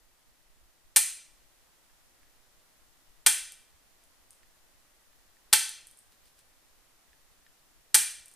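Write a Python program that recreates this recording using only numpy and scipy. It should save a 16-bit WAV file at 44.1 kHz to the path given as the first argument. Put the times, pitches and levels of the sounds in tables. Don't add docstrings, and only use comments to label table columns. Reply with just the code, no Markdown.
import sys
import numpy as np
from scipy import signal
from scipy.fft import rfft, irfft, next_fast_len
from scipy.io import wavfile
from scipy.ndimage import uniform_filter1d, minimum_filter1d, map_coordinates

SR = 44100
rng = np.random.default_rng(int(sys.argv[2]) if len(sys.argv) > 2 else 0)


def wrap_up_sound(samples):
    columns = np.atleast_2d(samples).T
    tamed = np.clip(columns, -1, 1)
    steps = np.round(tamed * 32767).astype(np.int16)
    wavfile.write(sys.argv[1], SR, steps)


N = 368235
DIRECTIONS = 3
# frequency_hz, level_db
FRICTION_SPECTRUM = [(500, -24.5), (2000, -8), (5000, -4), (7000, -9.5), (9500, -5), (12000, -11.5),
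                     (15000, -8.5)]


def amp(db):
    return 10 ** (np.asarray(db) / 20)


def unit(x):
    return x / np.sqrt(np.mean(x ** 2) + 1e-20)


def curve(points):
    knots_hz, values = np.transpose(points)
    return lambda hz: np.interp(np.log(hz + 1), np.log(knots_hz), values)


def wobble(rate_hz):
    knots = rng.standard_normal(int(N * rate_hz / SR) + 4)
    return map_coordinates(knots, [np.arange(N) * rate_hz / SR])


def coloured(x, db_of_hz):
    n = x.shape[-1]
    size = 2 * next_fast_len(n // 2 + 2048)
    gain = amp(db_of_hz(np.fft.rfftfreq(size, 1 / SR)))
    cepstrum = irfft(np.log(gain + 1e-6), size)
    cepstrum[..., 1:size // 2] *= 2
    cepstrum[..., size // 2 + 1:] = 0
    return irfft(rfft(x, size) * np.exp(rfft(cepstrum)), size)[..., :n]


def whitened(x):
    def inverse_db(hz):
        power = np.abs(rfft(x, 2 * (len(hz) - 1))) ** 2
        return -10 * np.log10(np.abs(uniform_filter1d(power, size=60)) + 1e-9)
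    return coloured(x, inverse_db)


def noise(spectrum, shape=(2, N)):
    return unit(coloured(rng.standard_normal(shape), curve(spectrum)))


def stereo(pair, width):
    mid, side = pair[0], coloured(pair[1], curve(width))
    return np.array([mid + side, mid - side])


def add(track, start_s, sound):
    part = track[:, round(start_s * SR):][:, :sound.shape[-1]]
    part += sound[:, :part.shape[-1]]


def hiss():
    # frequency_hz, level_db
    spectrum = [(59, -29), (100, -3.5), (217, -5), (285, -2.5), (345, -4.5), (375, -5), (594, -3),
                (633, -2.5), (764, -3), (1430, -5), (1880, -5.5), (2320, -7.5), (11200, -10), (15000, -14)]
    # frequency_hz, side_gain_db
    width = [(60, -2.5), (110, 0.5), (200, -2.5), (380, -4), (700, -3), (1290, -3.5), (2380, -1.5),
             (4400, -1), (8120, -0.5), (15000, 1)]
    level_db = np.interp(np.arange(N) / SR, [.9, 1.4], [-69, -67.1])
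    return amp(level_db) * stereo(noise(spectrum), width)


def rumble():
    # frequency_hz, level_db
    spectrum = [(15, 3.5), (35, -2.5), (60, -7), (120, -19.5), (300, -39), (800, -69)]
    lumps = amp(3.5 * wobble(20))
    return amp(-68) * unit(noise(spectrum) * lumps)


def hum():
    # pitch_hz, level_db
    tones = [(344.5, -90), (592, -91.5), (1916, -86)]
    t = np.arange(N) / SR
    return sum(amp(db + 2 * wobble(5)) * np.sin(2 * np.pi * hz * t + 0.88 * wobble(13))
               for hz, db in tones)


def pops(rate_hz=7.1, level_db=-65.5, t60_s=.3):
    t = np.arange(SR // 2) / SR
    jumps = rng.standard_normal((2, N)) * (rng.random((2, N)) < rate_hz / SR)
    decay = amp(-60 * t / t60_s)
    return amp(level_db) * signal.fftconvolve(jumps, decay[None], axes=1)[:, :N]


def taps(pitch_hz=1770, pitch_spread=0.023):
    # start_s, level_db
    events = [(1.898, -63), (2.231, -63), (4.432, -60), (5.131, -65), (5.368, -62), (7.131, -58),
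              (7.465, -56.5)]
    click_colour = curve([(500, -6), (2600, 13), (8000, -4)])
    out, t = np.zeros((1, N)), np.arange(SR // 10) / SR
    for start_s, level_db in events:
        hz = pitch_hz * (1 + pitch_spread * rng.standard_normal())
        ring = amp(-60 * t / 0.036) * np.sin(2 * np.pi * hz * t)
        click = 0.61 * amp(-60 * t / 0.017) * rng.standard_normal((1, len(t)))
        add(out, start_s, amp(level_db) * (ring + coloured(click, click_colour)))
    return out


def room_response(early_db=-6.5, early_t60_s=0.09, late_db=-5.0, build_s=0.0032):
    # frequency_hz, t60_s
    decay_times = [(150, 0.34), (600, 0.37), (1500, .52), (3500, 0.55), (6000, .49), (9000, 0.42),
                   (14000, 0.32)]
    # frequency_hz, gain_db
    tail_colour = [(150, -1.5), (600, -3), (1100, -6), (1650, -2.5), (2050, 1.5), (2200, -2.5), (2370, 3.5),
                   (2800, -0.5), (3500, -1), (5000, -0.5), (6500, 1.5), (9000, 2), (14000, -1)]
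    hz, frame_s, bands = signal.stft(rng.standard_normal((2, SR * 3 // 4)), SR, nperseg=256)
    decay = amp(-60 * frame_s / curve(decay_times)(hz)[:, None])
    late = signal.istft(bands * decay, SR, nperseg=256)[1]
    t = np.arange(late.shape[1]) / SR
    late = coloured(late * (1 - np.exp(-t / build_s)), curve(tail_colour))
    reflections = rng.standard_normal(late.shape) * (rng.random(late.shape) < .04)
    early = reflections * amp(-60 * t / early_t60_s) * (t > .002)
    return (amp(early_db) * unit(early) + amp(late_db) * unit(late)) / np.sqrt(len(t))


def reverberation(rays):
    echoes = (signal.fftconvolve(ray[None], room_response(), axes=1) for ray in rays)
    return sum(echoes)[:, :N] / np.sqrt(len(rays))


def slides():
    # start_s, length_s, level_db
    strokes = [(4.003, .054, -73), (5.87, 0.21, -76.5), (6.106, 0.055, -68.5), (6.235, 0.079, -64),
               (6.365, 0.052, -65.5), (8.267, .11, -68)]
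    t = np.arange(N) / SR
    envelope = np.zeros(N)
    for start_s, length_s, level_db in strokes:
        position = 2 * (t - start_s) / length_s - 1
        envelope += amp(level_db) * np.sqrt(np.clip(1 - position ** 2, 0, 1))
    return envelope * unit(noise(FRICTION_SPECTRUM) * amp(3.8 * wobble(300)))


def impact(spectrum, modes, crack_t60_s, ring_db):
    t = np.arange(SR // 16) / SR
    burst = rng.standard_normal((DIRECTIONS, len(t))) * amp(-60 * t / crack_t60_s)
    crack = unit(coloured(whitened(burst), curve(spectrum)))
    couplings_db = 2 * rng.standard_normal(len(modes))
    ring = np.zeros_like(crack)
    for (hz, level_db, t60_s), coupling_db in zip(modes, couplings_db):
        phase = 2 * np.pi * (hz * t + rng.random((DIRECTIONS, 1)))
        ring += amp(level_db + coupling_db - 60 * t / t60_s) * np.sin(phase)
    attack = 1 - np.exp(-t / 0.00036)
    return crack + amp(ring_db) * unit(ring * attack)


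def ticks(base_db=-26.5, bounce_s=.008, bounce_loss_db=12):
    # start_s, level_db, body_db
    touches = [(3.521, -29, -17.5), (4.0382, -48, -16), (4.3069, -37.5, -18), (4.331, -47, -7),
               (5.693, -23, -27), (5.8703, -33.5, -27), (5.9122, -40, -31), (5.973, -42, -31),
               (5.989, -38.5, -38), (6.391, -47, -10.5), (8.1976, -43, -12), (8.2586, -36, -25),
               (8.282, -38.5, -30), (8.3143, -41.5, -25), (8.3384, -41, -26)]
    # frequency_hz, level_db
    spectrum = [(500, -21), (3000, -6), (6000, -6), (8300, -1), (9800, 3.5), (12000, -5.5), (15500, -14)]
    # pitch_hz, level_db, t60_s
    blank_modes = [(8300, 4, 0.0075), (9230, -3, 0.0085), (10200, -9, 0.02)]
    out = np.zeros((DIRECTIONS, N))
    for start_s, level_db, body_db in touches:
        tilt = curve([(1000, -5), (4000, min(body_db + 12, 3)), (8000, -0.5)])
        flight_s = bounce_s * np.exp(0.12 * rng.standard_normal())
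        for delay_s, loss_db in ((0, 0), (flight_s, bounce_loss_db)):
            touch = impact(spectrum, blank_modes, crack_t60_s=0.0033, ring_db=-4)
            add(out, start_s + delay_s, amp(base_db + level_db - loss_db) * coloured(touch, tilt))
    return out


def cuts(impact_db=-26, shear_db=-25, shear_s=.004, slam_s=.0042):
    # start_s, level_db, rebound_s, low_db, bite_db, treble_db
    notches = [(0.962, -0.5, 0.0087, -2, -1.5, 1.5), (3.2637, 0, .0085, 1.5, 2.5, 0.5),
               (5.5289, 2.1, .0082, -0.5, 1, -1.5), (7.9445, 1, .0084, 1, -1.5, 0.5)]
    # frequency_hz, level_db
    spectrum = [(50, -27), (130, -21), (260, -18), (520, -17.5), (800, -15.5), (1100, -15), (1500, -6),
                (2600, -8), (4300, -4.5), (6800, -3.5), (8900, 5), (11000, -4), (13500, -6), (15500, -16.5)]
    # pitch_hz, level_db, t60_s
    plier_modes = [(865, -10, 0.046), (1090, -17, 0.046), (1384, -5, 0.02), (1545, -8, 0.044),
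                   (1780, -8.5, 0.05), (1963, -7.5, 0.012), (2359, -7, 0.044), (2730, -9.5, 0.041),
                   (3180, -3.5, .025), (3436, -5, 0.037), (4155, -6.5, 0.049), (4650, -0.5, 0.013),
                   (5040, -10, 0.03), (6140, -5, 0.062), (7340, -8.5, 0.028), (8260, -3.5, 0.015),
                   (8500, 0, 0.028), (9120, 0, 0.057), (9160, -1.5, .04), (10030, -2.5, 0.049),
                   (10870, -8, .03), (12030, -2.5, 0.03)]
    out = np.zeros((DIRECTIONS, N))
    t = np.arange(round(shear_s * SR)) / SR
    for start_s, level_db, rebound_s, low_db, bite_db, treble_db in notches:
        crunch = noise(FRICTION_SPECTRUM, (DIRECTIONS, len(t)))
        swell = amp(level_db + shear_db - 60 * (shear_s - t) / 0.0057)
        add(out, start_s - shear_s, crunch * swell)
        fracture = (0, 1.4, -5, -4)
        slam = (slam_s, 1.3, 0.72, 0.98)
        rebound = (rebound_s, -3.5, 0.9, 0.57)
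        for delay_s, force_db, knock_db, edge_db in (fracture, slam, rebound):
            blow = impact(spectrum, plier_modes, crack_t60_s=0.012, ring_db=-5.5)
            tilt = curve([(1450, low_db + knock_db), (2400, bite_db / 2), (3300, bite_db), (4800, 0),
                          (7500, treble_db - 1.5), (12500, treble_db + edge_db)])
            add(out, start_s + delay_s, amp(impact_db + level_db + force_db) * coloured(blow, tilt))
    return out


def scene(tick_send_db=-2):
    # frequency_hz, side_gain_db
    direct_width = [(100, -3.5), (400, -14.5), (1300, -27), (2500, -29), (4400, -23.5), (8100, -14),
                    (15000, -8.5)]
    # frequency_hz, side_gain_db
    room_width = [(100, -3), (400, -8.5), (1300, -26.5), (2500, -35), (4400, -21.5), (8100, -6),
                  (15000, -3)]
    snaps, touches = cuts(), ticks()
    direct = stereo(snaps[:2] + touches[:2] + slides(), direct_width)
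    room = stereo(reverberation(snaps + amp(tick_send_db) * touches), room_width)
    return direct + room + taps() + pops() + hiss() + rumble() + hum()


def record(dry, ceiling=.92, window_samples=31, cutoff_hz=15100):
    needed = np.minimum(1, ceiling / (np.abs(dry).max(axis=0) + 1e-9))
    gain = uniform_filter1d(minimum_filter1d(needed, window_samples), window_samples)
    lowpass = signal.ellip(12, .1, 90, cutoff_hz, fs=SR, output="sos")
    return signal.sosfilt(lowpass, dry * gain)


dry = scene()
out = record(dry)
wrap_up_sound(out)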